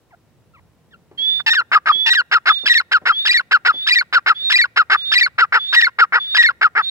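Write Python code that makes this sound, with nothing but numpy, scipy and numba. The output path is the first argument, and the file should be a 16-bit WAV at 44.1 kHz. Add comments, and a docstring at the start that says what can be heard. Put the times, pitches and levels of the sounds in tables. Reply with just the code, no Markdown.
"""Flat open fields in a low breeze, with a francolin perched on a hand close to a phone's two microphones.
After a few soft chirps it calls again and again: two clucks, a thin whistle, a piping phrase.
Its voice flips between clean notes, where the membranes swing regularly, and rasps, where they slap shut
and the pulses ring the throat. The hand bumps the phone now and then; far hedges echo the bird."""
import sys
import numpy as np
from scipy import signal
from scipy.fft import rfft, irfft, next_fast_len
from scipy.io import wavfile
from scipy.ndimage import uniform_filter1d, minimum_filter1d
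from numba import njit

SR = 44100
rng = np.random.default_rng(int(sys.argv[2]) if len(sys.argv) > 2 else 0)


def pcm_store(signal):
    """Save signal as 16-bit PCM."""
    levels = np.round(np.clip(np.atleast_2d(signal), -1, 1) * 32767)
    wavfile.write(sys.argv[1], SR, levels.astype(np.int16).T)


N = 304286
TOP_HZ = 15700  # upper limit of the phone


def undb(db):
    """Decibels to gain."""
    return 10 ** (np.asarray(db) / 20)


def unit(x):
    """Scale to an RMS of 1."""
    return x / np.sqrt(np.mean(x ** 2))


def on_log(hz, table):
    """Read a curve of (Hz, value) rows along a log frequency axis."""
    freqs, values = np.transpose(table)
    return np.interp(np.log(hz + 1), np.log(freqs + 1), values)


@njit
def bandpass(x, hz, width):
    """State-variable band-pass, gain 1 at the centre."""
    y, band, low = np.empty(len(x)), 0., 0.
    g, damping = np.tan(np.pi * hz / SR), width / hz
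    for i in range(len(x)):
        v = (band + g * (x[i] - low)) / (1 + g * (g + damping))
        band, low, y[i] = 2 * v - band, low + 2 * g * v, damping * v
    return y


def ring(x, modes):
    """Steep resonances side by side, alternate in sign."""
    return sum((-1) ** k * undb(db) * bandpass(bandpass(x, float(hz), 1.47 * w), float(hz), 1.47 * w)
               for k, (hz, w, db) in enumerate(modes))


def walk(rate, size=N):
    """Random levels held 1 / rate s and slewed twice; spread near 1."""
    hold = max(int(SR / rate), 1)
    steps = np.repeat(rng.standard_normal(size // hold + 1), hold)
    return 1.4 * uniform_filter1d(uniform_filter1d(steps, hold), hold)[:size]


def arc(n, start, middle, end):
    """A parabola through three values."""
    u = np.linspace(-1, 1, n)
    return middle + (end - start) / 2 * u + ((start + end) / 2 - middle) * u ** 2


def bend(n, start, middle, end):
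    """Two straight lines through three values, the corner rounded."""
    lines = np.interp(np.linspace(0, 2, n), [0, 1, 2], [start, middle, end])
    return uniform_filter1d(lines, n // 3 + 1, mode="nearest")


def edges(n, rise_s, fall_s):
    """Gain that opens and closes a sound smoothly."""
    t = np.arange(n) / SR
    return np.sin(np.pi / 2 * np.clip(np.minimum(t / rise_s, t[::-1] / fall_s), 0, 1)) ** 2


def add(out, start_s, x):
    """Mix x into out from start_s on."""
    i = int(start_s * SR)
    out[..., i:i + x.shape[-1]] += x[..., :N - i]


def tone(hz, partials_db, flutter=0., spread=0.):
    """A membrane swinging regularly: partials on one phase; the higher, the more they flutter."""
    phase = 2 * np.pi * np.cumsum(hz) / SR
    shake, offsets = flutter * walk(700, size=len(hz)), spread * rng.standard_normal(60)
    return np.sqrt(2) * sum(undb(db) * (k * hz < TOP_HZ) * np.sin(k * phase + offsets[k] + (k-1) * shake)
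                            for k, db in enumerate(partials_db, 1))


# The air over the fields. Each row: frequency in Hz, relative spectral density in dB.
BREEZE_SPECTRUM = [(15, -77), (25, -46), (64, -10), (120, -9), (249, -19), (476, -19.5), (591, -34),
                   (641, -22), (1190, -29.5), (14800, -46), (16000, -43)]
# That air at the two microphones. Each row: frequency in Hz, likeness of left and right from 0 to 1.
BREEZE_LIKENESS = [(60, 0.7), (130, 0.5), (290, .85), (640, 0.7), (1410, 0.7), (3100, 0.1), (6820, 0.07),
                   (15000, 0.09)]


def breeze(level_db=-57):
    """Breeze and far rumble in half-octave bands that swell together and flicker alone."""
    out, swell = 0, walk(2.1)
    for hz in 30 * 2 ** np.arange(0, 9.1, .5):
        mid, side = (unit(bandpass(bandpass(noise, hz, hz / 2), hz, hz / 2))
                     for noise in rng.standard_normal((2, N)))
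        like = on_log(hz, BREEZE_LIKENESS)
        band = np.sqrt(1 + like) * mid + np.sqrt(1 - like) * side * np.array([[1], [-1]])
        gust_db = (2 * swell + 3 * walk(6.8)) * min(200 / hz, 1)
        out = out + undb(on_log(hz, BREEZE_SPECTRUM) + 10 * np.log10(hz) + gust_db) * band
    return undb(level_db) * unit(out)


# Hedges far across the fields. Each row: echo delay in seconds, gain of its scatter in dB.
HEDGE_ECHOES = [(0.062, -88), (0.41, -80.5), (0.27, -80)]


def hedges(x):
    """Hand and ground ring out at once; each far hedge returns a dull, smeared copy to each microphone."""
    size, t = next_fast_len(N + SR), np.arange(SR) / SR
    near = undb(-45) * rng.standard_normal((2, SR)) * np.exp(-t / .008)
    # stubble and bushes scatter a faint even tail
    far = undb(-75.5) * rng.standard_normal((2, SR)) * np.exp(-t / .14)
    for delay, db in HEDGE_ECHOES:
        far += undb(db) * rng.standard_normal((2, SR)) * np.exp(-np.abs(t - delay) / .0072)
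    dull = bandpass(bandpass(x, 2000., 2400.), 2000., 3200.)
    return irfft(rfft(x, size) * rfft(near, size) + rfft(dull, size) * rfft(far, size), size)[:, :N]


# The phone's microphone ports at close range. Each row: frequency in Hz, lead of the left in radians.
LEFT_LEAD = [(0, -0.5), (1210, -0.84), (2150, -2), (2670, -2.5), (3360, -2), (4480, -5.5), (5340, -4.5),
             (6890, -5), (10300, -12), (10900, -10.5), (13000, -14), (14100, -25), (15100, -16),
             (15800, -15)]
# Their balance. Each row: frequency in Hz, left minus right in dB.
LEFT_BALANCE = [(60, 1), (110, 5.5), (200, 10.5), (380, 0.5), (700, -1), (1290, 1.5), (2380, 1.5),
                (4400, -3.5), (8120, -3), (15000, -2)]


def microphone_ports(x):
    """The two ports hear a close sound with their own lag and colour."""
    size = next_fast_len(N + 4096)
    hz = np.fft.rfftfreq(size, 1 / SR)
    lead = np.interp(hz, *np.transpose(LEFT_LEAD))
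    left = undb(on_log(hz, LEFT_BALANCE) / 2) * np.exp(.5j * lead)
    return irfft(rfft(x, size) * np.array([left, 1 / left]), size)[:, :N]


# The hand, right on the phone. Each row: start in seconds, level before the decay in dB.
HAND_BUMPS = [(1.113, -44), (1.148, -52), (1.199, -45), (1.953, -40), (2.634, -37), (3.016, -39.5),
              (3.738, -39), (4.418, -51.5), (4.452, -48.5)]


def hand_bumps():
    """The hand knocks the phone in short, dull scuffs."""
    out, t = np.zeros(N), np.arange(2500) / SR
    for start, db in HAND_BUMPS:
        scuff = bandpass(bandpass(rng.standard_normal(len(t)), 320., 450.), 280., 730.)
        add(out, start, undb(db) * unit(scuff) * np.exp(-t / .02) * edges(len(t), .00092, .003))
    return out


# Soft chirps near the phone before the calls, one list of points a chirp.
# Each row: time in seconds, pitch in Hz, level in dB, second partial in dB against the first.
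CHIRP_CURVES = [
    [(.105, 1176, -61, 1), (.125, 850, -55, -5), (.14, 656, -46, -4.5), (.152, 766, -50, -2)],
    [(.535, 1310, -56, -17), (.55, 1380, -49.5, -7), (.58, 915, -57, 0), (.59, 1240, -57, -2),
     (.6, 750, -52, -3.5)],
    [(.908, 1700, -63, 6), (.92, 1940, -59, -5), (.945, 1365, -43, -6), (.955, 1350, -55, -13),
     (.965, 1470, -55, -12)],
]


def chirps():
    """Quiet sliding notes from a closed bill."""
    out = np.zeros(N)
    for points in CHIRP_CURVES:
        times, *columns = np.transpose(points)
        t = np.arange(times[0], times[-1], 1 / SR)
        hz, db, second_db = (np.interp(t, times, column) for column in columns)
        chirp = tone(uniform_filter1d(hz, 300), [0, second_db, second_db - 15.5], flutter=.28)
        add(out, times[0], chirp * undb(db) * edges(len(t), .004, .0036))
    return out


# The whistle, close by. Each row: start and end in seconds, pitch in Hz at start, middle and end,
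# level in dB at the same three points, left minus right in dB ahead of the ports.
THIN_WHISTLES = [(1.172, 1.396, 3214, 3480, 3540, -24, -16, -22, -7.5),
                 (1.909, 2.064, 3303, 3410, 3440, -19.5, -20, -20, -8.5),
                 (2.487, 2.652, 3400, 3600, 3560, -15.5, -23, -33, -5),
                 (3.11, 3.267, 3140, 3520, 3690, -29.5, -18.5, -26.5, 0),
                 (3.721, 3.882, 3440, 3510, 3820, -33, -23.5, -23.5, -1),
                 (4.34, 4.482, 3320, 3600, 3710, -32, -26.5, -16, -3),
                 (4.96, 5.119, 3480, 3605, 3660, -30, -25, -19.5, -3.5),
                 (5.581, 5.736, 3436, 3530, 3810, -25.5, -25, -22.5, -2.5),
                 (6.189, 6.344, 3466, 3540, 3700, -22, -28.5, -18.5, -0.5),
                 (6.808, 6.896, 3475, 3650, 3730, -36.5, -23, -20, -2.5)]
# The throat behind it. Each row: resonance in Hz, width in Hz, relative level in dB.
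HISS_MODES = [(1900, 590, 2), (3100, 610, 5), (4350, 710, 1.5), (7000, 630, -26), (9500, 1200, -18.5)]


def whistles(linger_s=.033):
    """A thin rising whistle that fades under the next sound; its air hisses through the throat."""
    out, linger = np.zeros((2, N)), int(linger_s * SR)
    for start, end, hz0, hz1, hz2, db0, db1, db2, pan_db in THIN_WHISTLES:
        n = int((end - start) * SR)
        hz = np.pad(arc(n, hz0, hz1, hz2) * (1 + .002 * walk(180, size=n)), (0, linger), "edge")
        db = np.pad(bend(n, db0, db1, db2), (0, linger), "edge")
        n += linger
        sides_db = np.array([[pan_db], [-pan_db]]) / 2
        pipe = tone(hz, [0, -44], flutter=1.) * undb(db + walk(90, size=n) + sides_db)
        # the hiss keeps up while the tone is still weak
        air = unit(ring(rng.standard_normal(n), HISS_MODES)) * undb(.5 * db - 32.5)
        add(out, start, pipe * edges(n, .028, linger_s) + air * edges(n, .012, linger_s))
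    return out * edges(N, .004, .004)


SLACK_HZ, RATE_BOW_HZ = 278.8, 15  # pulse rate of the first slaps; mid-glide lead over an even slope
# Croaks, close by. Each row: start and end in seconds, pulse rate at the turn in Hz,
# level at the turn in dB, treble in dB.
CROAK_CALLS = [(1.397, 1.411, 258, -23.5, -20), (1.86, 1.886, 330, -11.5, -12),
               (5.524, 5.59, 505, -6.5, -14), (6.125, 6.192, 499.5, -7.5, -17.5),
               (6.753, 6.82, 477, -8.5, -20.5)]


def croaks(end_share=.7, start_db=-9, end_db=-19):
    """Syllables of the croaks: rasps that swell and sink back without a note."""
    for start, end, hz, db, treble_db in CROAK_CALLS:
        turn, low_hz = (start + end) / 2, end_share * hz
        yield ("rasp", start, turn, SLACK_HZ, (SLACK_HZ + hz) / 2 + 2 * RATE_BOW_HZ, hz,
               db + start_db, db + start_db / 2, db, treble_db)
        yield ("closing", turn, end, hz, (hz + low_hz) / 2 + RATE_BOW_HZ, low_hz,
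               db, db + end_db / 4, db + end_db, treble_db - 2.5)


# Clucks, close by. Each row: start, flip and middle of the dying rasp in seconds,
# pulse rate at the flip in Hz, note pitch in Hz, then rasp level, note level and treble in dB.
CLUCK_CALLS = [(1.718, 1.754, 1.782, 426, 1255, -10, -5, -8.5),
               (1.876, 1.894, 1.921, 490, 1226, -14.5, -6, -7.5),
               (2.315, 2.348, 2.381, 544, 1380, -10, -7, -4),
               (2.458, 2.499, 2.521, 438, 1300, -9.5, -5.5, -6),
               (2.915, 2.938, 2.978, 556, 1457, -11.5, -7, -2),
               (3.056, 3.095, 3.123, 561, 1354, -11, -7, -6),
               (3.512, 3.535, 3.571, 627.5, 1464, -10.5, -5.5, -3),
               (3.651, 3.685, 3.717, 566, 1381, -10, -7, -5.5),
               (4.128, 4.156, 4.190, 641.6, 1429, -11.5, -6.5, -3),
               (4.263, 4.300, 4.326, 496.5, 1353, -9, -6, -6.5),
               (4.762, 4.791, 4.825, 577.6, 1392, -10.5, -6.5, -5),
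               (4.9, 4.949, 4.957, 471.5, 1324, -8.5, 4, -7.5),
               (5.382, 5.416, 5.449, 537, 1384, -9.5, -6.5, -8),
               (5.987, 6.013, 6.047, 535, 1388, -9.5, -4.5, -9),
               (6.613, 6.643, 6.675, 498, 1373, -10, -6, -11.5)]


def clucks(sag_hz_per_s=11000, soften_db_per_s=199, tail_s=.011):
    """Syllables of the clucks: a quickening rasp flips into a sagging note and dies in a short rasp."""
    tail_hz, tail_db = (436.7, 404, 330), np.array([-14.5, -15.5, -18])
    for start, flip, fade, rate_hz, hz, rasp_db, db, treble_db in CLUCK_CALLS:
        yield ("rasp", start, flip, SLACK_HZ, (SLACK_HZ + rate_hz) / 2 + RATE_BOW_HZ, rate_hz,
               rasp_db - 6.5, rasp_db, rasp_db - 1, treble_db)
        end = fade - tail_s / 2
        sag = sag_hz_per_s * (end - flip) / 2
        onset_db = db + 2.5 - soften_db_per_s * (end - flip)  # long notes start softer
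        yield "note", flip, end, hz + sag, hz - 14, hz - sag, onset_db, db, db - 5.5, treble_db - 19.5
        yield "closing", end, end + tail_s, *tail_hz, *(db + tail_db), treble_db - 15.5


HELD_HZ = 1938  # the steady note, before each phrase's pitch ratio
# The piping phrase, short and full, syllable by syllable. Each row: voice, pitch in Hz at start, middle
# and end, level in dB at the same three points, treble in dB, pause after it in seconds.
SHORT_FORM = [("rasp", 980, 930, 900, -12.5, -11.5, -13, 4.3, 0.0025),
              ("note", HELD_HZ, HELD_HZ, HELD_HZ, -18.5, -11.5, -16, 1.1, 0),
              ("rasp", 1700, 1300, 460, -16, -19, -14.5, 3.6, 0),
              ("note", HELD_HZ, HELD_HZ, HELD_HZ, -16.5, -15, -15.5, -1.5, .002),
              ("note", 1900, 1600, 1400, -15.5, -11, -13, -15.5, .004),
              ("closing", 570, 480, 380, -16.5, -26.5, -39.5, -24, 0)]
FULL_FORM = [("rasp", 270, 350, 350, -19.5, -14.5, -14, 3, 0),
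             ("note", 1400, 1750, 1480, -18, -11.5, -22.5, -2.9, 0),
             ("rasp", 1600, 960, 1500, -11.5, -10.5, -18.5, 10.7, 0.00083),
             ("note", HELD_HZ, HELD_HZ, HELD_HZ, -14, -11, -13, -3.5, 0),
             ("note", 2300, 2400, 2415, -11.5, -11, -10.5, -5.5, 0),
             ("rasp", 1900, 930, 970, -19.5, -13.5, -18.5, 16, 0.0022),
             ("note", 1990, 1880, 1790, -9.5, -11, -10, -8, 0),
             ("note", 2226, 2196, 1940, -13, -15.5, -24.5, -4, 0),
             ("note", 1600, 1440, 1395, -13, -10.5, -21, -26, 0.0023),
             ("closing", 468, 560, 440, -21.5, -32.5, -31, -14, 0)]
# One such row: where the voice does not jump, this long note replaces the fourth and fifth syllables.
LONG_NOTE = ("note", 1915, 1945, 1805, -11.5, -6.5, -14.5, -6, 0)
# The phrases, close to the phone. Each row: syllable starts and the final end in seconds,
# pitch ratio, level offset in dB, treble offset in dB.
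PHRASE_CALLS = [((1.464, 1.503, 1.534, 1.552, 1.565, 1.611, 1.629), 0.95, -.3, -1.5),
                ((2.062, 2.103, 2.133, 2.152, 2.166, 2.215, 2.223), 0.98, 0.22, 0.66),
                ((2.658, 2.664, 2.675, 2.698, 2.733, 2.751, 2.781, 2.802, 2.812, 2.823), 0.98, -.5, 2),
                ((3.253, 3.260, 3.272, 3.292, 3.311, 3.324, 3.343, 3.374, 3.396, 3.408, 3.419),
                1.005, -1.1, 1.5),
                ((3.868, 3.874, 3.885, 3.908, 3.923, 3.942, 3.958, 3.988, 4.012, 4.023, 4.032),
                1.01, -0.77, .7),
                ((4.498, 4.507, 4.519, 4.540, 4.557, 4.576, 4.589, 4.616, 4.642, 4.655, 4.666),
                1.015, 0.48, -0.9),
                ((5.117, 5.124, 5.137, 5.156, 5.181, 5.191, 5.211, 5.232, 5.264, 5.274, 5.284),
                1.01, 0.31, 0.16), ((5.728, 5.738, 5.745, 5.763, 5.806, 5.824, 5.846, 5.869, 5.883, 5.896),
                .98, 1.36, -4), ((6.347, 6.352, 6.366, 6.384, 6.425, 6.438, 6.463, 6.489, 6.506, 6.519),
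                .98, 1.84, -4.5)]


def phrases():
    """Syllables of the phrases, each phrase at its own pace, pitch, level and brightness."""
    unbroken = FULL_FORM[:3] + [LONG_NOTE] + FULL_FORM[5:]
    form_by_count = {len(form): form for form in (SHORT_FORM, unbroken, FULL_FORM)}
    for times, ratio, db, treble_db in PHRASE_CALLS:
        form = form_by_count[len(times) - 1]
        for start, stop, (voice, *shape, treble, pause) in zip(times, times[1:], form):
            hz, level = np.reshape(shape, (2, 3))
            yield voice, start, stop - pause, *(ratio * hz), *(level + db), treble + treble_db


def syllables(voice):
    """One voice's rows: start and end in seconds, three pitches in Hz, three levels and treble in dB."""
    return [row[1:] for row in (*clucks(), *croaks(), *phrases()) if row[0] == voice]


# The bird's throat, low and high. Each row: resonance in Hz, width in Hz, relative level in dB.
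LOW_MODES = [(850, 880, -14.5), (1546, 387, 4), (2194, 240, 0)]
HIGH_MODES = [(2622, 462, 8), (3878, 570, 0.5), (5097, 514, -1.5), (7200, 3000, -25.5), (11070, 750, -21.5),
              (13500, 2000, -32.5)]


def rasps(closing_ratio=.88, closing_sides_db=-8.5):
    """The membranes slap shut a little unevenly; each slap and its puff of air ring the throat."""
    out = np.zeros(N)
    # as the bill closes the throat rings lower and its middle resonance stands out
    closing_modes = [(closing_ratio * hz, width, db + (k != 1) * closing_sides_db)
                     for k, (hz, width, db) in enumerate(LOW_MODES)]
    for voice, throat in ("rasp", LOW_MODES), ("closing", closing_modes):
        for start, end, hz0, hz1, hz2, db0, db1, db2, treble_db in syllables(voice):
            n = int((end - start + .00622) * SR)
            hz = arc(n, hz0, hz1, hz2).clip(150, 2000) * (1 + .032 * walk(hz1, size=n))
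            db = bend(n, db0, db1, db2)
            # the partial nearest the windpipe's resonance is pulled up and sings through the rasp
            partials = np.arange(1, int(7000 / max(hz1, 200)) + 1)
            sung = partials == max(round(throat[1][0] / hz1), 1)
            # a slap is drawn out, not a click: its partials lie apart in phase
            slaps = unit(tone(hz, 4. * sung, flutter=.05, spread=.8)) * undb(2.2 * walk(hz1, size=n))
            puff = .5 * rng.standard_normal(n)
            # the treble swells and fades faster than the effort
            treble_gain = undb(treble_db + .95 * (db - db1)) * edges(n, .0038, .004)
            treble = treble_gain * unit(ring(slaps + 3.5 * puff, HIGH_MODES))
            rasp = (unit(ring(slaps + puff, throat)) + treble) / np.hypot(1, undb(treble_db))
            add(out, start - .002, rasp * undb(db) * edges(n, .0009, .0091))
    return out


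# How the open bill passes a note's upper partials. Each row: frequency in Hz, relative gain in dB.
OPEN_BILL = [(2500, 3.5), (3800, 3), (5200, -1), (5800, -20), (6600, -23.5), (7600, -23), (8800, -29),
             (10500, -29), (15000, -44.5)]


def notes():
    """Clean piping with a little air hissing through the throat; treble sets the second partial."""
    out = np.zeros(N)
    for start, end, hz0, hz1, hz2, db0, db1, db2, treble_db in syllables("note"):
        n = int((end - start + .0027) * SR)
        hz = arc(n, hz0, hz1, hz2) * (1 + .003 * walk(300, size=n))
        upper_db = [treble_db + on_log(k * hz, OPEN_BILL) - on_log(2 * hz1, OPEN_BILL)
                    for k in range(2, 9)]
        air = undb(-25.5) * unit(ring(rng.standard_normal(n), LOW_MODES + HIGH_MODES))
        note = tone(hz, [0, *upper_db], flutter=.32) + air
        add(out, start - .0015, note * undb(bend(n, db0, db1, db2)) * edges(n, .0018, .0028))
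    return out


# Bands that the bill lets out weakly. Each row: centre in Hz, width in Hz, gain at the centre in dB.
BILL_NOTCHES = [(6124, 480, -23), (8600, 120, -22)]


def bill(x):
    """Side cavities darken two treble bands."""
    for hz, width, db in BILL_NOTCHES:
        x = x - (1 - undb(db)) * bandpass(x, float(hz), float(width))
    return x


def scene():
    """Bird and hand right at the microphones, hedges and breeze far behind."""
    voice, whistle = bill(notes() + rasps() + chirps()), whistles()
    close = microphone_ports(voice + whistle + hand_bumps())
    return close + hedges(voice + whistle.mean(axis=0)) + breeze()


def record(dry):
    """The phone cuts the deep bass and the top; its limiter pulls the gain down around loud peaks."""
    dry = signal.sosfilt(signal.butter(2, 58, "high", fs=SR, output="sos"), dry)
    safe_gain = np.minimum(.88 / (np.abs(dry).max(axis=0) + 1e-9), 1)
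    gain = uniform_filter1d(minimum_filter1d(safe_gain, size=129), size=128)
    return signal.sosfilt(signal.ellip(8, .2, 70, TOP_HZ, fs=SR, output="sos"), gain * dry)


dry = scene()
out = record(dry)
pcm_store(out)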